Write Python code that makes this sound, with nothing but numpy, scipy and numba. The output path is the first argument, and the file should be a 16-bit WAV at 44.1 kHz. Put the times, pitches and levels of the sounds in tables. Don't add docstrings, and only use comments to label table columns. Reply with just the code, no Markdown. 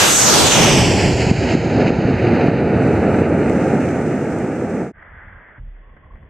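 import sys
import numpy as np
from scipy import signal
from scipy.fft import rfft, irfft, next_fast_len
from scipy.io import wavfile
from scipy.ndimage import uniform_filter1d, minimum_filter1d, map_coordinates
from numba import njit

SR = 44100
rng = np.random.default_rng(int(sys.argv[2]) if len(sys.argv) > 2 else 0)


def wrap_up_sound(samples):
    columns = np.atleast_2d(samples).T
    tamed = np.clip(columns, -1, 1)
    steps = np.round(tamed * 32767).astype(np.int16)
    wavfile.write(sys.argv[1], SR, steps)


N = 277428
TIME = np.arange(N) / SR
PAD_M = 60.5
THUMP_S = 5.578
# (frequency [Hz], gain [dB])
SLOW_HISS_COLOUR = [(200, -33), (700, -4), (1200, -0.5), (1600, 0.5), (2000, 0.5), (2400, -6),
                    (2800, -12.5), (3500, -14), (3650, -56.5)]


def undb(db):
    return 10 ** (np.asarray(db) / 20)


def unit(x):
    return x / np.sqrt(np.mean(x ** 2))


def colour(x, points):
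    hz, db = np.transpose(points)
    size = next_fast_len(N + 8192)
    f = np.maximum(np.fft.rfftfreq(size, 1 / SR), 1)
    gain = undb(np.interp(np.log(f), np.log(hz), db))
    return irfft(rfft(x, size) * gain, size)[..., :N]


def walk(rate_hz):
    k = int(SR / rate_hz)
    held = np.repeat(rng.standard_normal(N // k + 1), k)
    return unit(uniform_filter1d(held, k)[:N])


def noise(points, side_db):
    mid, side = unit(colour(rng.standard_normal((2, N)), points))
    return mid + undb(side_db) * side * np.array([[1], [-1]])


def clicks(rate_hz, spread_db, channels):
    sizes = undb(spread_db * np.minimum(rng.exponential(size=(channels, N)), 5))
    train = sizes * (rng.random((channels, N)) < rate_hz / SR)
    return unit(train - train.mean())


def bursts(table, decay_s):
    return sum(undb(db) * (TIME >= s) * np.exp(-np.abs(TIME - s) / decay_s) for s, db in table)


def step(x, centre, width):
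    return .5 + .5 * np.tanh((x - centre) / (2 * width))


def ramp(start_s, length_s):
    return np.clip((TIME - start_s) / length_s, 0, 1)


def rise_and_fall(peak_s, rise_db_per_s, fall_db_per_s):
    return undb(np.minimum(rise_db_per_s * (TIME - peak_s), fall_db_per_s * (peak_s - TIME)))


def bell(s, half_s):
    return np.exp(-((TIME - s) / half_s) ** 2)


def ports(x, speed=1):
    # (frequency [Hz], left [dB], right [dB])
    port_response = [(100, -.4, .4), (2500, -.5, .7), (4500, -2, 0), (5500, -1.5, 2.5), (6300, 1.5, 8),
                     (7000, 3, 3), (7800, 7, -1), (8600, 2, -3.5), (9500, -6, -7.5), (12000, -9, -9.5),
                     (14000, -12, -12)]
    hz, *sides = np.transpose(port_response)
    return np.array([colour(c, np.c_[hz * speed, db]) for c, db in zip(x, sides)])


def buffeting():
    # (frequency [Hz], gain [dB])
    buffet_colour = [(12, -24.5), (28, -7.5), (50, 0.5), (75, -8.5), (150, -49)]
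    envelope = rise_and_fall(peak_s=.82, rise_db_per_s=9.5, fall_db_per_s=16.5)
    return noise(buffet_colour, side_db=-4.5) * undb(-34) * envelope


def fragment():
    # (time [s], level before gain_db [dB])
    sizzle = [(2.55, -63), (2.72, -62.5), (2.85, -56.5), (3.06, -57.5), (3.2, -54.5), (3.23, -58.5),
              (3.35, -58), (3.61, -52), (4.53, -57), (4.8, -58.5)]
    # (time [s], onset level [dB])
    spits = [(3.496, -39), (3.682, -47), (3.888, -39), (4.387, -44.5)]
    gain_db, pan_db = 4, 2.0
    fizz = noise([(1000, -11.0), (3000, 6.5), (4000, 0.5), (5500, 5.0), (8000, 2), (10000, 1.5),
                  (14000, -6.0)], side_db=-1.5)
    level_db = np.interp(TIME, *np.transpose(sizzle)) + gain_db + .7 * walk(60)
    burn = step(TIME, 2, .15) * undb(level_db)
    return fizz * (burn + bursts(spits, decay_s=.0015)) * undb([[pan_db], [-pan_db]])


def replay_floor():
    # (frequency [Hz], gain [dB])
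    floor_colour = [(100, 4), (600, -1.5), (1500, -8.5), (2400, -5), (3000, -5), (3500, -3.5), (3650, -60)]
    return noise(floor_colour, side_db=-3.5) * undb(-58.0)


def igniter_hiss(igniter, sputter):
    # (time [s], onset level [dB])
    slow_spits = [(5.023, -43), (5.966, -49), (6.043, -52), (6.157, -49.5), (6.172, -59)]
    flare = igniter * rise_and_fall(peak_s=5.2, rise_db_per_s=15, fall_db_per_s=11)
    level = undb(-45.5) * flare * sputter + bursts(slow_spits, decay_s=0.0068)
    return noise(SLOW_HISS_COLOUR, side_db=-11) * level


def flame_hiss(sputter):
    # (frequency [Hz], gain [dB])
    flame_hiss_colour = [(300, -9), (700, -4), (1250, -4), (1600, -3), (1950, 5), (2250, -4), (2800, -5),
                         (3500, -13), (3650, -55)]
    return noise(flame_hiss_colour, side_db=-5) * undb(-63.5) * ramp(THUMP_S, .21) * sputter


def flame_body(igniter, motor, sputter):
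    # (frequency [Hz], gain [dB])
    flame_colour = [(100, -6), (280, -2), (450, 0), (600, 1.5), (900, -10), (1400, -22), (3000, -50)]
    level = undb(-56.5) * igniter + undb(-56.5) * motor
    return noise(flame_colour, side_db=-25) * level * sputter


def gas_puffs():
    # (frequency [Hz], gain [dB])
    gas_colour = [(15, -13), (35, 3.5), (60, 4.5), (110, -3), (170, -10.5), (260, -18.5), (600, -61)]
    # (time [s], half length [s], level added to the flow [dB])
    puffs = [(4.96, 0.033, -40), (5.14, 0.076, -46), (5.285, 0.044, -41), (5.375, 0.032, -43),
             (5.614, .025, -41), (5.666, 0.043, -46), (5.948, 0.046, -45), (6.063, 0.022, -46),
             (6.15, 0.044, -40), (6.234, 0.037, -40)]
    flow = undb(-55.5)
    return noise(gas_colour, side_db=-31) * (flow + sum(undb(db) * bell(s, half_s) for s, half_s, db in puffs))


def flame_crackle(motor):
    snaps = clicks(rate_hz=70, spread_db=6, channels=2)
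    return unit(colour(snaps, SLOW_HISS_COLOUR)) * undb(-66) * motor


def nozzle_whistle():
    # (frequency [Hz], gain [dB])
    whistle_colour = [(600, -36), (960, -11), (1090, -3), (1210, -19), (1700, -40), (3500, -71)]
    # (time [s], half length [s], level [dB])
    whistles = [(5.885, .06, -57), (6.04, .045, -57), (6.112, 0.0065, -47), (6.145, 0.02, -55),
                (6.25, .04, -61)]
    return noise(whistle_colour, side_db=-12.5) * sum(undb(db) * bell(s, half_s) for s, half_s, db in whistles)


def ignition_thump():
    # (frequency [Hz], level before onset and decay [dB], t60 [s], rise [s])
    thump_modes = [(36.3, -23, 0.97, 0.056), (58, -45, .3, .01), (119.4, -36, 0.45, 0.0023),
                   (275, -46, 0.12, 0.0022)]
    age_s = np.maximum(TIME - THUMP_S, 0)
    out = np.zeros(N)
    for hz, db, t60_s, rise_s in thump_modes:
        envelope = np.exp(-np.log(1000) * age_s / t60_s) * (1 - np.exp(-age_s / rise_s))
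        out += undb(db) * np.sin(2 * np.pi * hz * age_s) * envelope
    return out


def ignition():
    igniter = 1 - ramp(THUMP_S, .027)
    motor = ramp(THUMP_S, .44)
    sputter = undb(np.where(TIME > THUMP_S, 1.8, .4) * walk(45))
    flame = flame_hiss(sputter) + flame_body(igniter, motor, sputter) + flame_crackle(motor)
    gas = gas_puffs() + nozzle_whistle()
    return ports(igniter_hiss(igniter, sputter) + flame + gas + replay_floor() + ignition_thump(), speed=.25)


def surges():
    # (time [s], peak [dB], centre to zero crossing [ms], crack onset level [dB])
    surge_table = [(.797, -7.5, 1.92, -50), (0.82, -8, 0.68, -50), (0.916, -12, 1.4, -50),
                   (1.041, -8.5, 1.7, -38), (1.109, -8.5, 1.6, -42), (1.143, -11, 2.6, -55),
                   (1.228, -8, 0.67, -50), (1.269, -11, 2.5, -55), (1.316, 5.5, 1.5, -44),
                   (1.391, -7, 2.2, -60), (1.553, 4.5, 0.94, -40), (1.906, 2, 0.72, -45),
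                   (1.989, -2, 1.4, -65), (2.055, -3.5, 1.7, -66), (2.107, -11, .9, -60),
                   (2.466, -8, 0.65, -40), (2.486, 1.5, 0.92, -33), (3.221, 1, 0.66, -60),
                   (3.506, -3, 0.58, -48), (3.738, -5.5, 0.56, -55)]
    out = np.zeros(N)
    for s, db, width_ms, _ in surge_table:
        u = np.minimum((1000 * (TIME - s) / width_ms) ** 2, 100)
        out += undb(db) * (1 - u) * np.exp(-u / 2)
    cracks = [(s, crack_db) for s, _, _, crack_db in surge_table]
    return out + rng.standard_normal(N) * bursts(cracks, decay_s=.001)


def air(x, path_m, knee_hz, steepness=0.958):
    loss_db_per_m = .034
    f, s, frames = signal.stft(x, SR, nperseg=512)
    khz = np.logaddexp(0, (f - knee_hz) / 250) / 4
    loss_db = loss_db_per_m * np.outer(khz ** steepness, np.interp(s, TIME, path_m))
    return signal.istft(frames * undb(-loss_db), SR)[1][..., :N]


def ground_echo(x, lag_s):
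    # (frequency [Hz], gain [dB])
    sand_reflection = [(1000, -.9), (3400, -1.6), (6000, -1.4), (8500, -2.5), (11000, -8), (14000, -14)]
    phase_lag_rad = .2
    analytic = signal.hilbert(colour(x, sand_reflection), next_fast_len(N))[:N]
    bounced = np.real(analytic * np.exp(-1j * phase_lag_rad))
    return (x + map_coordinates(bounced, [(TIME - lag_s) * SR], order=3)) / np.sqrt(2)


def beam(elevation_deg, pattern):
    side_db, behind_db, turn_deg, width_deg = pattern
    return undb(side_db + (behind_db - side_db) * step(elevation_deg, turn_deg, width_deg))


def jet_roar(elevation_deg, change_db, spent):
    # (frequency [Hz], gain [dB])
    roar_colour = [(50, -43), (90, -13), (150, -0.5), (220, 0), (310, 0), (450, -2), (620, -5), (880, -4),
                   (1200, -8.5), (1500, -17), (3000, -69), (6000, -92)]
    # (side [dB], behind [dB], turn elevation [deg], turn width [deg])
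    roar_beam = (-20.5, -17, 20, 3.5)
    eddies = rng.standard_normal((3, N)) + undb(-8.5) * clicks(rate_hz=900, spread_db=1.5, channels=3)
    level_db = change_db - 4 * spent + .5 * walk(22)
    return unit(colour(eddies, roar_colour)) * beam(elevation_deg, roar_beam) * undb(level_db)


def jet_rumble(distance_m, elevation_deg, change_db, spent):
    # (frequency [Hz], gain [dB])
    rumble_colour = [(25, -38.5), (50, -15), (75, -1), (100, 1.5), (125, 2), (170, -8), (300, -33.5)]
    # (side [dB], behind [dB], turn elevation [deg], turn width [deg])
    rumble_beam = (-32.5, -17, 46, 4.5)
    db_per_doubling = -3.5
    level_db = change_db + db_per_doubling * np.log2(distance_m / PAD_M) - 12 * spent
    rumble = unit(colour(rng.standard_normal((3, N)), rumble_colour))
    return rumble * beam(elevation_deg, rumble_beam) * undb(level_db)


def jet_blast(elevation_deg, roar_change_db):
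    # (frequency [Hz], gain [dB])
    blast_colour = [(150, -29), (420, -2.5), (650, 1.5), (1100, -6.5), (1600, -4), (2200, -7),
                    (4000, -33.5)]
    # (side [dB], behind [dB], turn elevation [deg], turn width [deg])
    blast_beam = (-25, -58.5, 55.5, 2)
    blast = unit(colour(clicks(rate_hz=350, spread_db=3.0, channels=3), blast_colour))
    return blast * beam(elevation_deg, blast_beam) * undb(1.7 * roar_change_db)


def jet_rasp(elevation_deg, change_db, spent):
    # (frequency [Hz], gain [dB])
    rasp_colour = [(100, -20), (600, -1.5), (1050, -3), (1300, 1.5), (1600, 0.5), (2100, -1), (2900, 1.5),
                   (3700, -3), (4700, -1), (8000, -7), (14000, -5)]
    # (side [dB], behind [dB], turn elevation [deg], turn width [deg])
    rasp_beam = (-13, -23.5, 60, 5)
    shocks = rng.standard_normal((3, N)) + undb(-7.0) * clicks(rate_hz=2500, spread_db=3.5, channels=3)
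    level_db = change_db - 7 * spent + 1.13 * walk(45)
    return unit(colour(shocks, rasp_colour)) * beam(elevation_deg, rasp_beam) * undb(level_db)


def nozzle_hiss(height_m):
    # (frequency [Hz], gain [dB])
    nozzle_colour = [(2000, -23.5), (3500, 1.5), (5000, -3), (6300, 1), (8000, -2.5), (11000, -3),
                     (14000, -4)]
    level_db = -12.5 - 7 * (height_m / 115) ** 1.2
    scattered = undb(1)
    hiss = unit(colour(rng.standard_normal((3, N)), nozzle_colour)) * undb(level_db)
    return hiss * np.array([[1 / scattered], [scattered], [scattered]])


def plume(height_m, distance_m, elevation_deg):
    # (time [s], half length [s], roar [dB], rumble [dB], rasp [dB])
    level_changes = [(0.032, 0.039, 1.5, 3.5, 3), (.17, 0.093, -4.5, -1, 0), (0.279, 0.023, 2, 1.5, 4),
                     (.36, 0.05, 3.5, 7, 2.5), (.45, .03, 0, 10.5, 2), (0.525, 0.029, -3, -5, 3),
                     (0.595, 0.046, 4, 1, 3), (.71, 0.14, 4, 4.5, 3), (0.83, .05, .5, 1, -1.5),
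                     (1.056, 0.046, 2, 2.5, 1), (1.144, .04, -2, -4, -4), (1.218, .025, 0, -2.5, 2.5),
                     (1.468, .092, 3, 3, 5.5), (1.802, 0.1, 5.5, 2, 2), (2.073, 0.051, 4, -1.5, -0.5),
                     (2.388, 0.15, 4, 1, 3), (2.923, 0.38, 4, 1.5, 0.5), (3.327, .09, -.5, -0.5, -2.5),
                     (3.588, 0.37, 3, -.5, 1.5)]
    roar_db, rumble_db, rasp_db = sum(np.outer(dbs, bell(s, half_s)) for s, half_s, *dbs in level_changes)
    spent = step(TIME, 4.1, .31)
    low = jet_roar(elevation_deg, roar_db, spent) + jet_rumble(distance_m, elevation_deg, rumble_db, spent)
    high = jet_blast(elevation_deg, roar_db) + jet_rasp(elevation_deg, rasp_db, spent)
    return low + high + nozzle_hiss(height_m)


def rocket():
    # (time [s], height [m])
    climb = [(0, 6), (.23, 19.5), (.43, 36.5), (.52, 51), (.6, 62), (.9, 93), (1.3, 135), (2, 214),
             (5, 537)]
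    # (low view [dB], high view [dB], turn elevation [deg], turn width [deg])
    scatter_beam = (-1, -22.5, 56, 4.5)
    width_beam = (-3, -24.5, 54.5, 6)
    # (frequency [Hz], gain [dB])
    width_colour = [(300, 0), (600, 1.3), (1100, 3), (2500, 2.2), (5000, 1.8), (9000, 3.5)]
    overhead_lag_ms = .452
    height_m = np.interp(TIME, *np.transpose(climb))
    distance_m = np.hypot(height_m, PAD_M)
    elevation_deg = np.degrees(np.arctan2(height_m, PAD_M))
    jet = plume(height_m, distance_m, elevation_deg)
    straight, from_ahead, from_sides = air(jet, distance_m - PAD_M, knee_hz=1910)
    lag_s = overhead_lag_ms / 1000 * height_m / distance_m
    direct = ground_echo(straight, lag_s)
    wide = colour(ground_echo(from_sides, lag_s), width_colour)
    scatter, width = beam(elevation_deg, scatter_beam), beam(elevation_deg, width_beam)
    mixed = direct + scatter * from_ahead + width * wide * np.array([[1], [-1]])
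    return mixed / np.sqrt(1 + scatter ** 2 + width ** 2)


def overload(x):
    ceiling = undb(-5.3 + 16 * step(TIME, 1.04, .08))
    return x / (1 + (x / ceiling) ** 8) ** (1 / 8)


def scene():
    fade_start_s, fade_end_s = 4.823, 4.922
    liftoff = overload(ports(rocket() + surges() + buffeting() + fragment()))
    fade_out = np.interp(TIME, [fade_start_s, fade_end_s], [1, 0]) ** 0.87
    return liftoff * fade_out + ignition() * ramp(fade_end_s, .071)


@njit
def peak_hold(size, top, release):
    out, e = np.empty(len(size)), top
    for i in range(len(size)):
        e = max(size[i], e + (top - e) * release)
        out[i] = e
    return out


def record(dry, release_s=0.14):
    top, knee, room = 1., .55, .35
    gain = top / peak_hold(np.abs(dry).max(axis=0), top, 1 / (release_s * SR))
    held = dry * uniform_filter1d(minimum_filter1d(gain, size=40), size=40)
    clean = np.clip(held, -knee, knee)
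    rounded = clean + room * np.tanh((held - clean) / room)
    low_pass = signal.ellip(10, .1, 80, 13950, fs=SR, output="sos")
    return signal.sosfilt(low_pass, rounded)


dry = scene()
out = record(dry)
wrap_up_sound(out)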